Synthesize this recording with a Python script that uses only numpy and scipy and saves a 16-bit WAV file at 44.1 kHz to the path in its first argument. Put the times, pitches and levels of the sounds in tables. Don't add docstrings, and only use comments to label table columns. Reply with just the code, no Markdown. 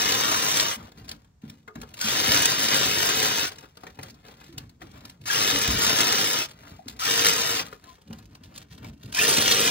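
import sys
import numpy as np
from scipy import signal
from scipy.fft import rfft, irfft, next_fast_len
from scipy.io import wavfile

SR = 44100
rng = np.random.default_rng(int(sys.argv[2]) if len(sys.argv) > 2 else 0)


def transcribe(u):
    v = np.clip(np.atleast_2d(u).T, -1, 1)
    q = np.round(v * 32767).astype(np.int16)
    wavfile.write(sys.argv[1], SR, q)


N = 427769
T = np.arange(N) / SR

# low pitch in Hz, its level in dB, high pitch in Hz, its level in dB, both before they waver.
PULLS = [(-.2, .094, .688, -25.5, -7, -54, -34, 1160, -1, 5850, -9),
         (1.98, .14, 3.42, -24.4, -6.5, -60, -32.8, 1520, -8, 4630, -11),
         (5.23, .18, 6.385, -24.3, -6.5, -47, -34, 1330, -5, 5070, -7),
         (6.973, .125, 7.555, -25, -8.5, -39.5, -35, 1290, -3, 4900, -6),
         (9.122, .118, 9.884, -23.6, -5, -41, -39, 2450, -10, 8550, 0)]
# frequency in Hz, level in dB.
SHUFFLE_COLOUR = [(25, -29), (50, -0.5), (85, 2), (150, 1), (240, -1), (380, -16), (700, -27.5),
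                  (2000, -55.5)]
# frequency in Hz, level in dB.
DULL_COLOUR = [(200, 6), (500, 3), (1400, 3), (2100, -3.5), (3000, -5), (6000, -18)]

COAST_S = .09


def undb(db):
    return 10 ** (np.asarray(db) / 20)


def unit(x):
    return x / np.sqrt(np.mean(x ** 2))


def shape(points, hz):
    f, db = np.transpose(points)
    return undb(np.interp(np.log(hz + 1), np.log(f), db))


def colour(x, points, size=1024):
    hz = np.arange(size + 1) * SR / (2 * size)
    cepstrum = irfft(np.log(shape(points, hz)))
    cepstrum[1:size] *= 2
    cepstrum[size + 1:] = 0
    response = irfft(np.exp(rfft(cepstrum)))
    return signal.oaconvolve(x, response / np.linalg.norm(response))[:N]


def walk(rate):
    knots = rng.standard_normal(N // 10)
    return 1.2 * np.interp(T * rate, np.arange(len(knots)), knots)


def ramp(start, length):
    u = np.clip((T - start) / length, 0, 1)
    return u * u * (3 - 2 * u)


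def add(track, s, sound):
    i = max(int(s * SR), 0)
    track[i:i + len(sound)] += sound[:N - i]


def resonate(x, hz, width):
    return signal.lfilter(*signal.iirpeak(hz, hz / width, fs=SR), x)


def grains(rate, spread_db):
    hit = rng.random(N) < rate / SR
    sign = rng.choice([-1, 1], N)
    size_db = spread_db * np.minimum(rng.exponential(size=N), 4)
    return unit(hit * sign * undb(size_db))


def noise_bursts(times, levels_db, rise, t60, crumble_db, crumble_t60):
    out = np.zeros(N)
    t = T[:SR // 3] - T[SR // 50]
    after = np.maximum(t, 0)
    swell = np.exp(np.minimum(t, 0) / rise)
    decay = undb(-60 * after / t60) + undb(crumble_db - 60 * after / crumble_t60)
    for s, db in zip(times, levels_db):
        add(out, s + t[0], undb(db) * swell * decay)
    noise = rng.uniform(-np.sqrt(3), np.sqrt(3), N)
    return out * noise * undb(2 * walk(250))


def motor():
    # multiple of the rotor speed, level in dB before it wavers.
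    tones = [(2, -15), (3, -17), (4, -8.5), (5.4, -15), (6.3, -5.5), (8, .3), (12.4, -14), (18.4, -15),
             (21, -12)]
    motor_hz = 468.2
    loose_speed = .055
    grind_power, drone_power = .44, 1.2
    build_db_per_s, whine_sag_db_per_s = .2, -1.8
    ease_s, ease_db = .31, -3
    whine_swing_db = 2

    speed, thrust, shake, hum, whine = np.zeros((5, N))
    for pulled, run_up, released, grind_db, drone_db, hum_db, whine_db, *_ in PULLS:
        up, down = ramp(pulled, run_up), 1 - ramp(released, COAST_S)
        turning = up * down
        push_db = grind_db + build_db_per_s * (T - pulled) + ease_db * ramp(released - ease_s, ease_s)
        speed += turning
        thrust += (turning > loose_speed) * turning ** grind_power * undb(push_db)
        shake += turning ** drone_power * undb(drone_db)
        hum += turning ** 10 * undb(hum_db)
        whine += up ** 4 * down ** 8 * undb(whine_db + whine_sag_db_per_s * (T - pulled))

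    waver = .0027 * walk(25) + (.003 + .012 * (1 - speed)) * walk(220)
    angle = 2 * np.pi * np.cumsum(motor_hz * speed * (1 + waver)) / SR
    gears = sum(undb(db + 2.3 * walk(40)) * np.sin(k * angle + .25 * walk(300)) for k, db in tones)
    rotor = undb(4.5 * np.minimum(walk(30), 1.3)) * np.sin(angle + .7 * walk(90))
    load = undb(np.clip(bite(), -whine_swing_db, whine_swing_db))
    return hum * rotor + whine * load * gears, speed, thrust, shake


def bite():
    # middle in s, length in s, change in dB.
    depths = [(0.435, 0.17, -1.5), (0.587, 0.058, 3.5), (2.172, 0.28, -1.5), (2.354, 0.11, 3),
              (2.573, 0.083, -3.5), (2.782, 0.14, 2), (3.05, 0.54, -1), (3.243, 0.092, 1),
              (5.496, 0.052, 0), (5.695, 0.3, -3), (6.006, 0.056, 2.5), (7.12, 0.1, 1), (7.26, 0.033, 5.5),
              (7.605, 0.019, 8), (9.476, 0.11, 1.5)]
    return sum(db * np.exp(-(2 * (T - s) / length) ** 2) for s, length, db in depths)


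def boring(speed, thrust, shake):
    # frequency in Hz, level in dB.
    crush_colour = [(300, -24), (700, -7.5), (900, -5.5), (1300, -3.5), (1800, -4), (2200, -4), (2900, -1),
                    (3300, 0), (4100, -3.5), (4600, -2.5), (5800, -1), (6500, -4.5), (9000, -17)]
    grit_colour = [(3500, -25), (6000, -5), (7400, -2), (8500, 2), (9400, -1), (10000, -1), (11000, -5),
                   (12300, -7), (13500, -4.5), (15000, -8), (16000, -13)]
    drone_colour = [(30, -26), (70, -5), (130, 0), (230, -1), (330, -1.5), (500, -2.5), (600, -3),
                    (900, -16), (1800, -18)]
    splinter_colour = [(400, -15), (1300, -6), (3000, -4), (5000, 0), (7000, -4), (8700, -2), (12000, -9),
                       (16000, -13)]
    # time in s, level in dB before the trim.
    catches = [(.123, -12), (.423, -15.5), (.542, -15), (.576, -21), (.607, -10.5), (2.0136, -12),
               (2.243, -16), (2.355, -30), (2.456, -4), (2.783, -19.5), (2.9858, -14), (3.026, -14),
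               (5.264, -31), (5.511, -10), (5.677, -13), (5.85, -11), (5.866, -9), (5.896, -9), (6.007, -7),
               (6.017, -17), (6.1246, -11), (6.996, -26), (7.258, -20), (7.2587, -12), (7.268, -7),
               (7.279, -9.5), (7.2858, -9), (7.2946, -11.5), (7.407, -20), (7.412, -19), (9.148, -16),
               (9.2928, -8.5), (9.373, -12), (9.384, -9.5), (9.5135, -5), (9.5223, -8), (9.532, -11.5)]
    # one column, level in dB before random strength.
    turn_db = [2.5, -2.5, -1.5]
    chatter_hz = 105.33
    chatter_depth, depth_per_db = 1.56, .5
    crush_db, grit_db, catch_trim_db = 1.5, -2, -1.5

    beat = np.cumsum(chatter_hz * speed * (1 + .07 * walk(60))) / SR
    knock = beat.astype(int)
    chance = np.clip(rng.standard_normal(N // 100), -2, 1)[knock]
    strength = undb(3 * chance + np.take(turn_db, knock, mode="wrap"))
    depth = np.maximum(chatter_depth + depth_per_db * bite(), 1)
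    pulse = np.exp(-(beat % 1) / .28)
    pressure = (1 + depth * speed * strength * pulse) / (1 + .3 * depth)
    running_rms = np.sqrt(np.mean(pressure[speed > .5] ** 2))
    force = pressure / running_rms * thrust * undb(bite() + .6 * walk(60))

    crush = steel(colour(force * grains(rate=9000, spread_db=.5), crush_colour))
    grit = colour(force * undb(2 * walk(90)) * grains(rate=20000, spread_db=2), grit_colour)
    drone = colour(force * shake * grains(rate=3000, spread_db=1.5), drone_colour)
    s, db = np.transpose(catches)
    catch = noise_bursts(s, db + catch_trim_db, rise=.0007, t60=.012, crumble_db=-22, crumble_t60=.05)
    grinding = undb(crush_db) * crush + undb(grit_db) * grit
    return grinding + rings(grinding) + drone + colour(catch, splinter_colour)


def steel(x):
    # frequency in Hz, width in Hz, level in dB.
    modes = [(1232, 210, -13), (1670, 530, -8.5), (2090, 60, -14), (2940, 200, -14), (5650, 500, -13)]
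    return x + sum(undb(db) * resonate(x, hz, width) for hz, width, db in modes)


def rings(grinding):
    # one column, width in Hz.
    widths_hz = [150, 380]
    waver_db = 2
    out = np.zeros(N)
    for pulled, _, released, *_, low_hz, low_db, high_hz, high_db in PULLS:
        burst = grinding * (T > pulled) * (T < released + COAST_S)
        for hz, width, db in zip((low_hz, high_hz), widths_hz, (low_db, high_db)):
            out += undb(db + waver_db * walk(7.4)) * resonate(burst, hz, width)
    return out


def rough_tones():
    # middle in s, pitch there in Hz, glide in octaves per s, length at half height in s, level in dB.
    glides = [(2.035, 1500, 0, .03, -31), (2.075, 2550, 2, .02, -29), (3.465, 1480, 0, .03, -36),
              (5.305, 1650, 1, .009, -19), (5.335, 1650, 3, .016, -24), (5.346, 2780, 0, .012, -25),
              (6.415, 2640, 0, .045, -30), (6.796, 720, -6, .006, -33), (7.03, 1320, 2, .022, -27),
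              (7.056, 2600, 3, .014, -30), (7.08, 1720, 7, .035, -28), (7.59, 2700, -3, .03, -31),
              (7.68, 1250, 0, .015, -44), (7.895, 1030, -1, .04, -50), (9.17, 2650, 0, .02, -28),
              (9.188, 1760, 9, .011, -17), (9.196, 2600, 10, .011, -15), (9.208, 3150, 11, .016, -25),
              (9.216, 2650, 4, .018, -17.5), (9.232, 1790, 1, .03, -24)]
    rough = .02
    out = np.zeros(N)
    for s, hz, glide, length, db in glides:
        swell = np.hanning(int(2 * length * SR))
        t = T[:len(swell)] - length
        pitch = hz * 2 ** (glide * t) * (1 + rough * walk(500)[:len(t)])
        add(out, s - length, undb(db) * swell * np.sin(2 * np.pi * np.cumsum(pitch) / SR))
    return out


def handling():
    # frequency in Hz, level in dB.
    scrape_colour = [(200, -8), (500, -2), (900, -3), (2000, 0), (4500, -1), (7000, -6), (9000, -4),
                     (12000, -9), (16000, -12)]
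    drag, shift = movements()
    scrape = colour(grains(rate=700, spread_db=4.5) * drag * undb(4 * walk(45) - 1), scrape_colour)
    rub = colour(grains(rate=1500, spread_db=2.5) * drag * undb(4 * walk(25)), DULL_COLOUR)
    shuffle = colour(rng.standard_normal(N) * shift, SHUFFLE_COLOUR)
    return scrape + undb(-.5) * rub + shuffle + taps(drag)


def movements():
    # start in s, length in s, scrape level in dB, shuffling level in dB.
    moves = [(0.766, 0.036, -46.5, -40), (0.958, 0.18, -58, -46), (1.433, 0.061, -55, -44),
             (1.745, 0.17, -59, -59), (1.958, 0.047, -50.5, -61), (3.473, 0.13, -48.5, -53),
             (3.78, 0.15, -57, -55.5), (3.97, 0.14, -56, -47), (4.24, 0.24, -53.5, -55),
             (4.532, 0.084, -57, -43.5), (4.805, 0.28, -54.5, -48), (5.201, 0.05, -60, -43),
             (6.44, 0.31, -52.5, -52), (6.853, 0.12, -58, -49), (7.596, 0.058, -47, -48),
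             (7.825, 0.091, -58, -59), (8.058, 0.27, -62.5, -47.5), (8.406, 0.21, -56, -47.5),
             (8.706, 0.1, -56.5, -45.5), (8.818, 0.077, -55, -40), (9.01, 0.11, -60, -48)]
    attack_s, sag_db_per_s, release_db_per_s = .036, -5, -140
    drag, shift = np.zeros((2, N))
    for s, length, scrape_db, shuffle_db in moves:
        sag_db = sag_db_per_s * np.clip(T - s, 0, length)
        release_db = release_db_per_s * np.maximum(T - s - length, 0)
        effort = ramp(s - attack_s / 2, attack_s) * undb(sag_db + release_db)
        drag += effort * undb(scrape_db)
        shift += effort * undb(shuffle_db)
    return drag, shift


def taps(drag):
    # time in s, dull level in dB, bright level in dB, both before the trims.
    strikes = [(0.92, -46, -47), (1.084, -42, -46), (1.093, -41, -30.5), (1.116, -46, -28),
               (1.247, -55, -55), (1.42, -57, -53.5), (1.5, -66, -39), (1.757, -37, -39),
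               (1.817, -40, -32.5), (1.942, -45, -32), (1.992, -48, -28), (3.52, -40, -35),
               (3.586, -43, -38), (3.629, -59, -49), (3.773, -42, -41.5), (4.033, -35.5, -29.5),
               (4.285, -40, -43), (4.415, -41, -66), (4.582, -37.5, -27.5), (4.696, -56, -44.5),
               (4.957, -50, -56), (5.054, -41.5, -36.5), (5.099, -50, -36.5), (5.216, -60, -44.5),
               (6.636, -37.5, -49), (6.654, -46, -54), (6.675, -45, -58), (6.884, -41, -30),
               (6.898, -62, -34), (7.665, -43, -47), (7.682, -59, -52), (7.842, -52, -48),
               (8.018, -51.5, -49), (8.131, -40, -37.5), (8.188, -47, -42.5), (8.353, -45, -41),
               (8.438, -68, -42), (8.562, -48, -37.5), (8.58, -52, -32), (8.781, -45, -42),
               (8.846, -43, -53), (9.034, -50, -41), (9.06, -60, -43), (9.127, -40, -25)]
    # frequency in Hz, level in dB.
    bright_colour = [(1200, -22), (2600, -3), (4200, 0), (6500, -5), (9000, -3), (12000, -8), (16000, -12)]
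    # frequency in Hz, 60 dB decay in s, level in dB before normalizing.
    clink_modes = [(920, 0.14, -4.5), (1120, 0.028, -6), (1300, 0.049, -13), (1665, 0.047, 14.5),
                   (2120, 0.033, -10), (2800, 0.041, -3)]
    dull_trim_db, bright_trim_db, clink_db = -4.5, .5, -17.5
    ticks_per_s, tick_db = 20, 6

    s, dull_db, bright_db = np.transpose(strikes)
    knocks = noise_bursts(s, dull_db, rise=.0017, t60=.012, crumble_db=-7.5, crumble_t60=.18)
    chips = noise_bursts(s, bright_db, rise=.002, t60=.008, crumble_db=-18, crumble_t60=.12)
    moments = rng.integers(0, N, int(ticks_per_s * N / SR))
    ticks_db = tick_db + 3 * rng.standard_normal(len(moments))
    skips = noise_bursts(moments / SR, ticks_db, rise=.0006, t60=.012, crumble_db=-13, crumble_t60=.07)
    ticks = drag * skips

    t = T[:SR // 5]
    ring = sum(undb(db - 60 * t / t60) * np.sin(2 * np.pi * hz * t) for hz, t60, db in clink_modes)
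    clinks = signal.oaconvolve(knocks, ring / np.linalg.norm(ring))[:N]
    dull = undb(dull_trim_db) * colour(knocks, DULL_COLOUR)
    bright = colour(undb(bright_trim_db) * chips + ticks, bright_colour)
    return steel(dull + bright) + undb(clink_db) * clinks


def panel():
    # time in s, level in dB before the trims, ring time as a multiple of the panel's own,
    # note of the contact in Hz.
    blows = [(0.806, -37, 1, 650), (1.678, -30, 2, 1350), (1.83, -34, .9, 1250), (3.835, -30, .35, 700),
             (3.868, -27, .2, 1950), (3.99, -26.5, .25, 1950), (4.818, -27, .3, 1950),
             (6.87, -43, .5, 1300), (7.728, -27, .25, 1250), (7.983, -46, .4, 1300), (8.109, -33, .3, 650),
             (8.846, -34, .25, 2400)]
    # frequency in Hz, own 60 dB decay in s, level in dB before scatter.
    modes = [(425, .15, -3), (720, .06, -8), (900, .04, -7), (1110, .04, -4), (1280, .07, 1),
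             (1480, .04, -1), (1660, .03, -4), (2040, .025, -7)]
    # frequency in Hz, level in dB.
    thud_colour = [(200, 8.5), (500, 8), (1300, 8.5), (2200, -2.5), (4000, -8.5), (7000, -10), (14000, -15)]
    ring_trim_db, contact_db, thud_db = -11, -4, -8
    scatter_db = -3.5
    rattle_db, rattle_bend = 8, .028
    contact_width_hz = 340

    out, t = np.zeros(N), T[:SR // 4]
    for start, peak_db, sustain, contact_hz in blows:
        for hz, t60, db in modes:
            flutter, bend = walk(120)[:len(t)], walk(90)[:len(t)]
            mode_db = db + scatter_db * rng.standard_normal() + rattle_db * np.minimum(flutter, 1)
            ring_db = peak_db + ring_trim_db + mode_db - 60 * t / (t60 * sustain)
            swing = np.sin(2 * np.pi * np.cumsum(hz * (1 + rattle_bend * bend)) / SR)
            add(out, start, undb(ring_db) * (1 - np.exp(-t / .0022)) * swing)
        contact_noise = rng.standard_normal(len(t)) * undb(-60 * t / .026)
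        note = resonate(contact_noise, contact_hz, contact_width_hz)
        add(out, start, undb(peak_db + contact_db) * note / np.abs(note).max())
    s, levels_db, *_ = np.transpose(blows)
    thuds = noise_bursts(s, levels_db, rise=.0012, t60=.024, crumble_db=-15, crumble_t60=.2)
    return out + undb(thud_db) * colour(thuds, thud_colour)


def bumps():
    # time in s, level in dB before the trims, pitch in Hz.
    blows = [(0.984, -38, 112), (1.436, -32, 223), (1.758, -28, 239.6), (1.779, -34.5, 190),
             (2.043, -26.5, 215), (2.282, -20, 68.4), (3.872, -43, 180), (3.992, -34, 139),
             (4.491, -39, 340), (4.572, -30.5, 126), (4.825, -37, 320), (5.527, -24.5, 283),
             (5.679, -16, 67), (5.728, -24, 45.2), (6.715, -37.5, 90), (6.861, -35, 257),
             (8.101, -29.5, 221), (8.832, -38, 211), (9.042, -27.5, 121), (9.378, -24.5, 302)]
    board_db, clatter_db = -1.5, -11.5
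    out, t = np.zeros(N), T[:SR // 2]
    s, db, pitch = np.transpose(blows)
    for start, peak_db, hz in zip(s, db, pitch):
        fade = undb(peak_db - 60 * t / .18) * (1 - np.exp(-t / .00059))
        add(out, start, fade * np.sin(2 * np.pi * hz * t))
    clatter = noise_bursts(s, db, rise=.0037, t60=.045, crumble_db=-3, crumble_t60=.76)
    return undb(board_db) * out + undb(clatter_db) * colour(clatter, SHUFFLE_COLOUR)


def corner(work, whine, room_db):
    # frequency in Hz, lead of the left in radians.
    phase_before = [(0, 0), (400, .2), (1000, 3.1), (2000, 6.3), (3100, 9.4), (4200, 12.4), (4700, 15.2),
                    (6600, 14.8), (9000, 15.7), (12000, 16), (15500, 18)]
    phase_after = [(0, 0), (400, .2), (950, 3.8), (1900, 5.4), (2300, 5.1), (2900, 7.3), (3400, 5.4),
                   (4200, 5.4), (5000, 4.3), (5800, 1.6), (9000, 3.1), (12000, 3.4), (15500, 5.5)]
    # frequency in Hz, dB added to the left and taken from the right.
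    lean_before = [(350, -.5), (900, 5), (1800, 3), (2500, 2), (3200, 3.2), (4500, 2), (5500, 0)]
    lean_after = [(350, 0), (950, 5), (1800, 1.5), (2600, -3.5), (3200, 2), (4300, -2.2), (5500, 1),
                  (8000, 0)]
    swing_at_s, swing_s = 7.6, .4
    work_db, near_db = -3, -3

    swung = ramp(swing_at_s, swing_s)
    before = np.sqrt(1 - swung) * ports(work, phase_before, lean_before)
    after = np.sqrt(swung) * ports(work, phase_after, lean_after)
    paths = np.array([walk(12) for _ in range(5)])
    weights = paths / np.linalg.norm(paths, axis=0)
    near = sum(w * echoes(work, .022, [(200, -10), (700, 0)]) for w in weights)
    room = echoes(work + whine, .17, [(100, -22), (300, 11.5), (3000, -3), (12000, -8.5)])
    return undb(work_db) * (before + after + undb(near_db) * near) + whine + undb(room_db) * room


def ports(work, phase, lean):
    size = next_fast_len(N)
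    hz = np.arange(size // 2 + 1) * SR / size
    lead = np.interp(hz, *np.transpose(phase))
    left = shape(lean, hz)
    pair = np.array([left, np.exp(-1j * lead) / left])
    return irfft(rfft(work, size) * pair, size)[:, :N]


def echoes(x, t60, band):
    t = T[:SR // 3]
    tail = rng.standard_normal((2, len(t))) * (t > .002) * undb(-60 * t / t60)
    spectrum = rfft(tail / np.linalg.norm(tail[0]))
    tail = irfft(spectrum * shape(band, np.fft.rfftfreq(len(t), 1 / SR)))
    tail = tail[:, :len(t) * 9 // 10]
    return signal.oaconvolve(x[None], tail, axes=1)[:, :N]


def scene():
    # frequency in Hz, level in dB.
    air_colour = [(25, -15), (65, -2.5), (170, -5.5), (300, -22.5), (1000, -30), (3000, -41), (8000, -38),
                  (16000, -51)]
    air_db = -58.5
    whine, speed, thrust, shake = motor()
    work = boring(speed, thrust, shake) + rough_tones() + handling() + panel() + bumps()
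    air = np.array([colour(rng.standard_normal(N), air_colour) for _ in range(2)])
    return corner(work, whine, room_db=-13) + undb(air_db) * air


def record(dry):
    # frequency in Hz, side level relative to mid in dB.
    width_curve = [(60, -25), (130, -16), (280, -7), (600, 0), (1300, -1.5), (4000, -.5), (7000, 1),
                   (8300, 5), (9300, 22), (10300, 32), (11400, 20), (12200, 3), (15000, -1)]
    bottom_hz, top_hz = 46, 15700
    size = next_fast_len(N)
    width = shape(width_curve, np.arange(size // 2 + 1) * SR / size)
    mid, side = rfft([dry[0] + dry[1], dry[0] - dry[1]], size) / 2
    mid, side = mid / np.maximum(width, 1), side * np.minimum(width, 1)
    pair = irfft(np.array([mid + side, mid - side]), size)[:, :N]
    rounded = np.tanh(pair)
    low_cut = signal.butter(4, bottom_hz, "high", fs=SR, output="sos")
    high_cut = signal.ellip(10, .2, 80, top_hz, fs=SR, output="sos")
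    return signal.sosfilt(high_cut, signal.sosfilt(low_cut, rounded))


dry = scene()
out = record(dry)
transcribe(out)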